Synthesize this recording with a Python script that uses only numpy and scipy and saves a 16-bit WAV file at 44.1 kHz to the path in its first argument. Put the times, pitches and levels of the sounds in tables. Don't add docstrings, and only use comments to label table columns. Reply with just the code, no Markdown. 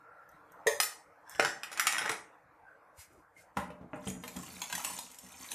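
import sys
import numpy as np
from scipy import signal
from scipy.fft import rfft, irfft, next_fast_len
from scipy.io import wavfile
from scipy.ndimage import uniform_filter1d

SR = 44100
rng = np.random.default_rng(int(sys.argv[2]) if len(sys.argv) > 2 else 0)


def file_out(sig):
    cols = np.atleast_2d(sig).T
    lim = np.clip(cols, -1, 1)
    pcm = np.round(lim * 32767).astype(np.int16)
    wavfile.write(sys.argv[1], SR, pcm)


N = 244534
T = np.arange(int(.7 * SR)) / SR

# (frequency [Hz], level [dB], time to fall 60 dB at damping 1 [s])
BOWL_MODES = [(432, -2, .22), (456, 0, .22), (547, -7, .3), (582, -5, .36), (1806, -15, .35),
              (1839, -13, .42), (1915, -13, .4)]
# (frequency [Hz], width [Hz], level [dB])
OVEN_MODES = [(54.4, 12, -24.5), (85.3, 22, -5), (137, 14, -4), (180.9, 14, 7.5), (244, 9.2, -3),
              (296, 40, -32), (433.3, 18, -11.5), (633, 340, -20)]
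# (time [s], effort [dB])
PUSH_EFFORT = [(4.2, -66.5), (4.438, -54.5), (4.658, -56), (4.8, -53), (4.874, -46), (5.002, -52.5),
               (5.158, -66.5), (5.416, -54.5), (5.54, -50)]
# (frequency [Hz], level [dB])
FOIL_TONE = [(350, -59), (600, -7.5), (837, -7), (1020, 1), (1270, -29.5), (1470, -9), (1840, -7.5),
             (2560, -2.5), (4990, -7.5), (6780, 0), (14500, -10.5)]


def bowl():
    # (time [s], level [dB])
    touches = [(0.664, -30.5), (1.3925, -40.5)]
    # (time [s], low level [dB], middle level [dB], treble level [dB]), before a trim
    landings = [(0.668, -25.5, -27.5, -32.5)]
    # (frequency [Hz], width [Hz], level [dB])
    rim = [(493, 540, -4.5), (885, 69, -8), (1110, 120, -12.5), (1845, 170, 1.5), (2340, 41, -32),
           (3466, 300, -4), (4930, 100, -4.5), (6340, 350, -4.5), (8400, 160, -20.5), (8600, 780, -15),
           (9500, 110, -22.5), (13300, 1100, -27)]
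    out = np.zeros(N)
    for s, db in touches:
        swell = (1 - np.exp(-T / 0.001024)) * amp(-60 * T / 0.031)
        add(out, s, amp(db) * crest(np.sin(2 * np.pi * 500 * T) * swell))
    for s, *levels in landings:
        clack = resonate(signal.unit_impulse(len(T)) + 0.37 * burst(0.067), rim)
        hollow = crest(ring(BOWL_MODES, scatter_db=1, damping=1))
        hit = crest(kitchen(clack, wet_db=-0.5)) + amp(-6.5) * hollow
        hit = coloured(hit, [(120, -12.0), (330, -22), (420, 3.5)])
        add(out, s + 0.00096, amp(-0.9) * voiced(hit, levels))
    return out


def clatter():
    # (time [s], strength [dB], thud re strength [dB], steel edge re strength [dB]), before a trim
    contacts = [(0.799, -24.5, -10.5, 3.5), (0.83, -40, -8, 12.5), (1.347, -44.5, -19.5, -10),
                (1.394, -18.5, -0.5, -11), (1.423, -34.5, -5.5, -3), (1.446, -22.5, -8.5, -8),
                (1.631, -34.5, -20.5, -3.5), (1.714, -43, -4.5, -1.5), (1.726, -43, -14, 0),
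                (1.772, -37, -16, -1), (1.794, -22.5, -32.5, -3), (1.855, -38, -8, -27),
                (1.867, -21.5, -21.5, -0.5), (1.922, -35, -8, 4), (1.98, -27.5, -23, -1.5),
                (2.014, -35, -2.5, -5), (2.057, -31, -3, -9), (2.092, -28, -2, -4.5), (2.114, -38.5, -2, 2)]
    # (frequency [Hz], width [Hz], level [dB])
    dishes = [(201.5, 17, 4.5), (354, 30, 5.5), (447.4, 46, 13), (661, 40, -16.5), (812, 210, 7.5),
              (1450, 240, 6), (1475, 130, 5.5), (2026, 150, 4.5), (2413, 200, -1), (2950, 190, -6),
              (4070, 34, -3), (5347, 860, -4), (5990, 300, -26), (7780, 1400, -17), (9080, 500, -37.5),
              (11800, 1600, -20)]
    # (frequency [Hz], level [dB], time to fall 60 dB at damping 1 [s])
    spoon = [(1270, -5, .3), (1323, -8, .3), (2476, -10, .25), (3020, -7, .15), (3823, -7, .25),
             (4613, -9, .3), (5028, -8, .22), (5163, -13, .3), (5545, -5, .26), (6228, -15, .3),
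             (7168, 1, .24), (7854, -12, .2), (8586, -14, .25), (9486, -1, .24), (9786, -5, .26),
             (10420, -14, .2), (10900, -10, .13), (12150, -15, .2), (12745, -2, .18), (13960, -12, .12)]
    # (frequency [Hz], level [dB])
    clash_tone = [(400, -14.5), (800, -1), (1270, 11), (2000, 3), (2450, -9), (3050, 2), (3800, 2.5),
                  (5500, -1), (7500, -3), (10000, -3), (14000, -13)]
    rebound_s, rebound_db = 0.0092, -9
    ring_base_db, ring_per_edge = -2.5, 0.17
    shine_per_edge = 0.61
    out = np.zeros(N)
    for s, db, thud_db, edge_db in contacts:
        contact = burst(0.017)
        add(contact, rebound_s, amp(rebound_db) * burst(0.021))
        spot = patchy(contact, depth_db=3.5, size=12)
        knock = crest(coloured(resonate(spot, dishes), [(9500, 8.5), (13000, -9.5)]))
        ring_db = ring_base_db + ring_per_edge * edge_db
        clash = amp(ring_db - 4) * crest(coloured(burst(0.035), clash_tone))
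        steel = amp(ring_db - 10.5) * crest(ring(spoon, scatter_db=7, damping=1.1))
        hollow = amp(-16) * crest(ring(BOWL_MODES, scatter_db=2, damping=.85))
        hit = kitchen(knock + clash, wet_db=-3.0) + steel + coloured(hollow, [(600, 0), (1700, 9.5)])
        hit = coloured(hit, [(7000, 0), (12500, shine_per_edge * edge_db + 1)])
        add(out, s + .0025, amp(-7.5) * voiced(hit, [db + thud_db, db, db + edge_db]))
    return coloured(out, [(70, -22), (140, -5.5), (240, -7.5), (330, -2.5), (450, -7.5), (640, 0.5),
                          (770, 5.5), (950, 0.5), (1230, 1.5), (1500, -1.5), (1900, 0.0)])


def skid():
    # (start [s], stop [s], level [dB])
    rubs = [(1.315, 1.4, -52.5), (1.48, 1.5, -41.5)]
    # (frequency [Hz], width [Hz], level [dB])
    rub_modes = [(1627, 55, 4), (1720, 180, -10), (2700, 44, -12.5), (3400, 110, -12.5), (5300, 380, -12),
                 (7540, 120, -11.5), (9610, 220, -18.5)]
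    # (start [s], stop [s], level at the start [dB])
    skid_move = (1.786, 2.11, -45)
    # (frequency [Hz], level [dB])
    skid_tone = [(59, -53), (100, -38.5), (128, -9), (235, -6.5), (328, 2), (371, -43.5), (448, -18.5),
                 (738, 7), (1630, 2), (1920, 11), (4610, -15.5), (6170, -12), (7930, -20), (13300, -24.5),
                 (14500, -35)]
    squeak = resonate(grains(rate=2000, spread_db=0), rub_modes)
    squeak = unit(coloured(squeak, [(2000, -1), (4000, 1), (14000, -2.5)]))
    rub = strokes(rubs, rise_s=0.22, fall_s=0.083) * squeak
    tightening = amp(26 * (np.arange(N) / SR - skid_move[0]))
    grip = strokes([skid_move], rise_s=0.53, fall_s=0.083) * tightening
    slips = grip * unit(coloured(grains(rate=2000, spread_db=5), skid_tone))
    return kitchen(rub + slips, wet_db=-2.5)


def tray():
    # (time [s], low level [dB], middle level [dB], treble level [dB]), before a trim
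    knock_times = [(3.57, -36, -32, -46.5), (3.703, -46.5, -54.5, -63.5), (3.933, -38.5, -45, -75),
                   (3.973, -56, -69, -75), (4.237, -48.5, -46.5, -48.5)]
    # (frequency [Hz], width [Hz], level [dB])
    rack = [(185, 30, 0), (270, 45, 3), (490, 40, -1), (595, 50, 1), (790, 70, -4), (1000, 150, -4),
            (1270, 120, 0), (1440, 90, -2), (1650, 120, -6), (1920, 200, -4), (2550, 250, -14),
            (6000, 3000, -23), (9500, 3000, -25)]
    # (time [s], level before a trim [dB])
    boom_times = [(3.567, -28.5), (3.811, -37), (4.068, -27), (4.149, -37), (4.357, -31), (4.733, -41.5),
                  (4.976, -57), (5.235, -46)]
    shudder_db, shudder_t60_s = -9.5, 1
    knocks, booms = np.zeros(N), np.zeros(N)
    for s, *levels in knock_times:
        wires = coloured(resonate(burst(0.043), rack), [(270, -6.5), (600, 4.5), (1000, 3.5), (1500, -3)])
        add(knocks, s, amp(-3.5) * voiced(kitchen(wires, wet_db=1.5), levels))
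    for s, db in boom_times:
        bump = burst(0.22) + amp(shudder_db) * burst(shudder_t60_s)
        add(booms, s, amp(db - 6) * crest(resonate(bump, OVEN_MODES), size=500))
    knocks = coloured(knocks, [(9000, 1), (13000, 0.5)])
    return knocks + coloured(booms, [(90, -1), (175, -4.5), (260, 1.5), (700, -5), (2500, -12.5)])


def push():
    # (frequency [Hz], width [Hz], level [dB])
    sheet = [(640, 43, -20), (979, 42, 6.5), (1640, 190, -2), (2120, 340, -14), (2470, 73, -1),
             (4124, 90, -10.5)]
    riding_points = [.8, 1, 1.1]
    rumble_db, scrape_db, crinkle_db = -8.5, -4.5, 0
    walls = resonate(grains(rate=170, spread_db=1.5), OVEN_MODES)
    walls = coloured(walls, [(85, 4.5), (175, -6), (260, 9.5), (700, -2.5), (2500, -30)])
    slips = sum(resonate(grains(rate=290, spread_db=4.5), np.multiply(sheet, [ratio, 1, 1]))
                for ratio in riding_points)
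    grit = patchy(slips, depth_db=5, size=5)
    creases = coloured(facets(rate=2400, life=.0016, spread_db=4.5), FOIL_TONE)
    sliding = amp(scrape_db) * unit(grit) + amp(crinkle_db) * unit(creases)
    drive = effort()
    return amp(rumble_db) * drive * unit(walls) + kitchen(drive * sliding, wet_db=-2.5)


def effort():
    # (start [s], stop [s], effort [dB])
    shoves = [(3.58, 3.595, -63.5), (3.965, 3.97, -63), (4.075, 4.1, -46.5)]
    return strokes(shoves, rise_s=0.16, fall_s=0.087) + gains(PUSH_EFFORT)[0]


def foil():
    # (time [s], level before a trim [dB], treble brightness before an offset [dB])
    loud_snaps = [(4.076, -40, -2), (4.278, -29.5, -8), (4.364, -31.5, 5), (4.617, -22.5, -12.5),
                  (4.637, -34.5, -17), (4.699, -30, -11), (4.726, -20.5, -11.5), (4.751, -21.5, -3),
                  (4.779, -25.5, -11), (4.846, -20.5, -12.5), (4.899, -31.5, -18), (4.988, -26, -5.5),
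                  (5.114, -39.5, 6), (5.144, -40, 0), (5.186, -34.5, 6), (5.516, -24.5, -7)]
    # (time [s], level before a trim [dB])
    tick_times = [(0.2916, -45.5), (0.3165, -53), (0.521, -46), (1.2961, -35.5), (1.309, -42.5),
                  (3.1341, -54)]
    small_count, small_db, small_spread_db = 24, 8, 3
    snaps, ticks = np.zeros(N), np.zeros(N)
    for s, db, bright_db in loud_snaps:
        add(snaps, s + 0.00061, amp(db - 9.5) * snap(bright_db))
    for s, db in tick_times:
        tick = coloured(burst(0.0074), [(3000, -25.5), (6500, 3), (13000, 2.5)])
        add(ticks, s, amp(db - 6) * crest(tick))
    drive = effort()
    for when, size, colour in rng.uniform(-1, 1, (small_count, 3)):
        at = int(np.interp(when, [-1, 1], [PUSH_EFFORT[0][0] * SR, N - 1]))
        level = drive[at] * amp(small_db + small_spread_db * size)
        add(snaps, at / SR, level * snap(-4 + 9 * colour))
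    return kitchen(snaps, wet_db=-2) + kitchen(ticks, wet_db=-1)


def snap(bright_db):
    buckle = patchy(burst(.04)[:SR // 8], depth_db=4, size=8)
    return crest(coloured(coloured(buckle, FOIL_TONE), [(1500, 0), (6000, bright_db + 2)]))


def facets(rate, life, spread_db):
    draws = rng.random((int(rate * N / SR), 4))
    t = T[:280]
    hz = 2000 + 12500 * draws[:, 1:2]
    size = amp(-spread_db * np.log(.01 + draws[:, 2:3]))
    decay = np.exp(-t / (life * (.1 + draws[:, 3:])))
    pings = size * np.sin(2 * np.pi * hz * t) * decay
    at = (draws[:, :1] * N).astype(int) + np.arange(len(t))
    return np.bincount(at.ravel(), pings.ravel(), N)[:N]


def background():
    # (time [s], level [dB])
    air = [(0, -61.5), (0.7, -57.5), (1.05, -62), (1.4, -58.5), (2.3, -61.5), (3.4, -64), (5.54, -63)]
    # (frequency [Hz], level [dB])
    air_tone = [(25, -14), (80, -10), (180, -10.5), (235, -21.5), (310, -5.5), (378, -23.5), (455, -5.5),
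                (600, -5), (1000, -5.5), (1400, -7.5), (1920, -14.5), (2860, -25.5), (4500, -29.5),
                (14500, -32.5)]
    # (middle [s], half length [s], frequency [Hz], level [dB])
    swells = [(0.145, 0.34, 1368, -61), (0.548, 0.012, 970, -55), (2.64, 0.034, 804, -59),
              (2.7, 0.056, 1543, -58.5), (3.16, .045, 331, -61), (3.382, 0.018, 2125, -59)]
    # (start [s], stop [s], level [dB])
    swishes = [(2.995, 3.02, -52.5), (3.12, 3.2, -69.5), (3.38, 3.42, -61)]
    # (frequency [Hz], level [dB])
    swish_tone = [(880, -44.5), (1500, 3), (1810, -8), (2110, 0.5), (3240, -10), (4470, -5), (8440, -2),
                  (14500, -8)]
    # (time [s], frequency [Hz], level [dB])
    bumps = [(2.031, 180, -54), (2.093, 118, -53.5), (2.98, 74, -53.5)]
    t = np.arange(N) / SR
    hiss = coloured(rng.standard_normal(N), air_tone)
    out = gains(air)[0] * unit(patchy(hiss, depth_db=3.5, size=14))
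    for s, length, hz, db in swells:
        band = [(hz, 110, 0)]
        tone = unit(resonate(resonate(rng.standard_normal(N), band), band))
        out += amp(db) * np.exp(-((t - s) / length) ** 2) * tone
    swish = unit(coloured(rng.standard_normal(N), swish_tone))
    out += strokes(swishes, rise_s=0.13, fall_s=0.27) * swish
    for s, hz, db in bumps:
        thump = [(hz, 50, 0)]
        add(out, s, amp(db) * crest(resonate(resonate(burst(0.055), thump), thump), size=500))
    return out


def kitchen(x, wet_db, build=0.0007):
    # (frequency [Hz], time to fall 60 dB [s])
    wall_times = [(150, 0.64), (400, 0.43), (1000, 0.41), (3000, 0.32), (7000, 0.42), (14000, 0.38)]
    hz, t, z = signal.stft(rng.standard_normal(len(T)), SR, nperseg=256)
    fade = amp(-60 * t / along(wall_times, hz)[:, None])
    tail = signal.istft(z * fade, SR, nperseg=256)[1][:len(T)]
    tail = tail * (1 - np.exp(-T / build))
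    return x + amp(wet_db) * signal.fftconvolve(x, tail / np.linalg.norm(tail))[:len(x)]


def burst(t60):
    return rng.standard_normal(len(T)) * amp(-60 * T / t60)


def grains(rate, spread_db):
    sizes = amp(spread_db * np.minimum(rng.exponential(size=N), 4))
    return (rng.random(N) < rate / SR) * sizes * rng.standard_normal(N)


def ring(modes, scatter_db, damping):
    total = 0
    for hz, db, t60 in modes:
        level = amp(db + scatter_db * rng.normal() - 60 * damping * T / t60)
        total = total + level * np.sin(2 * np.pi * (hz * T + rng.random()))
    return total


def voiced(hit, levels_db, size=1300):
    # (from [Hz], to [Hz])
    ranges = [(100, 900), (900, 3000), (3000, 14000)]
    power = 2 * np.abs(rfft(hit[:size]) / size) ** 2
    hz = np.fft.rfftfreq(size, 1 / SR)
    lifts = []
    for db, (lo, hi) in zip(levels_db, ranges):
        lifts.append(db - 10 * np.log10(power[(hz > lo) & (hz < hi)].sum()))
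    return coloured(hit, list(zip([700, 1150, 2400, 3800], np.repeat(lifts, 2)[1:-1])))


def patchy(x, depth_db, size):
    z = signal.stft(x, nperseg=512)[2]
    field = uniform_filter1d(uniform_filter1d(rng.standard_normal(z.shape), 4, 0), size, 1)
    return signal.istft(z * amp(depth_db * unit(field)), nperseg=512)[1][:len(x)]


def strokes(rows, rise_s, fall_s):
    t = np.arange(N) / SR
    total = 0
    for start, stop, db in rows:
        distance = np.maximum(start - t, 0) / rise_s + np.maximum(t - stop, 0) / fall_s
        total = total + amp(db - 60 * distance)
    return total


def gains(rows):
    s, *cols = np.transpose(rows)
    return [amp(np.interp(np.arange(N) / SR, s, c, left=-120, right=-120)) for c in cols]


def resonate(x, body):
    return filtered(x, lambda f: sum(amp(db) * 1j * f * w / (c * c - f * f + 1j * f * w) for c, w, db in body))


def coloured(x, spectrum):
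    return filtered(x, lambda hz: amp(along(spectrum, hz)))


def filtered(x, response):
    m = next_fast_len(len(x) + SR // 4)
    return irfft(rfft(x, m) * response(np.fft.rfftfreq(m, 1 / SR)), m)[:len(x)]


def along(points, hz):
    f, v = np.transpose(points)
    return np.interp(np.log(hz + 1), np.log(f + 1), v)


def amp(db):
    return 10 ** (np.asarray(db) / 20)


def unit(x):
    return x / np.sqrt(np.mean(x ** 2) + 1e-20)


def crest(x, size=130):
    return x / np.sqrt(uniform_filter1d(x ** 2, size).max())


def add(track, s, x):
    part = track[round(s * SR):][:len(x)]
    part += x[:len(part)]


def suppress(x, threshold_db):
    hz, _, z = signal.stft(x, SR, nperseg=512)
    power = np.abs(uniform_filter1d(uniform_filter1d(np.abs(z) ** 2, 25, axis=-2), 3, axis=-1))
    keep = np.maximum(power / (power + amp(threshold_db) ** 2), .4)
    share = np.clip(hz / 1000 - 2, 0, 1)[:, None]
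    return signal.istft(z * keep ** share, SR, nperseg=512)[1][:, :N]


def scene():
    mid = bowl() + clatter() + skid() + tray() + push() + foil() + background()
    # (frequency [Hz], side level [dB])
    spread = [(2600, -80), (3400, -36), (4600, -14), (8000, -7), (13000, -13)]
    wander = np.sin(np.cumsum(rng.normal(0, .03, N)))
    side = filtered(mid * wander, lambda hz: 1j * amp(along(spread, hz)))
    return np.array([mid + side, mid - side])


def record(dry):
    top_hz = 14420
    quiet = suppress(dry, threshold_db=-89)

    def band(hz):
        bass_cut = hz ** 2 / (hz ** 2 + 35 ** 2)
        return bass_cut / np.sqrt(1 + (hz / top_hz) ** 200)

    return np.array([filtered(x, band) for x in quiet])


dry = scene()
out = record(dry)
file_out(out)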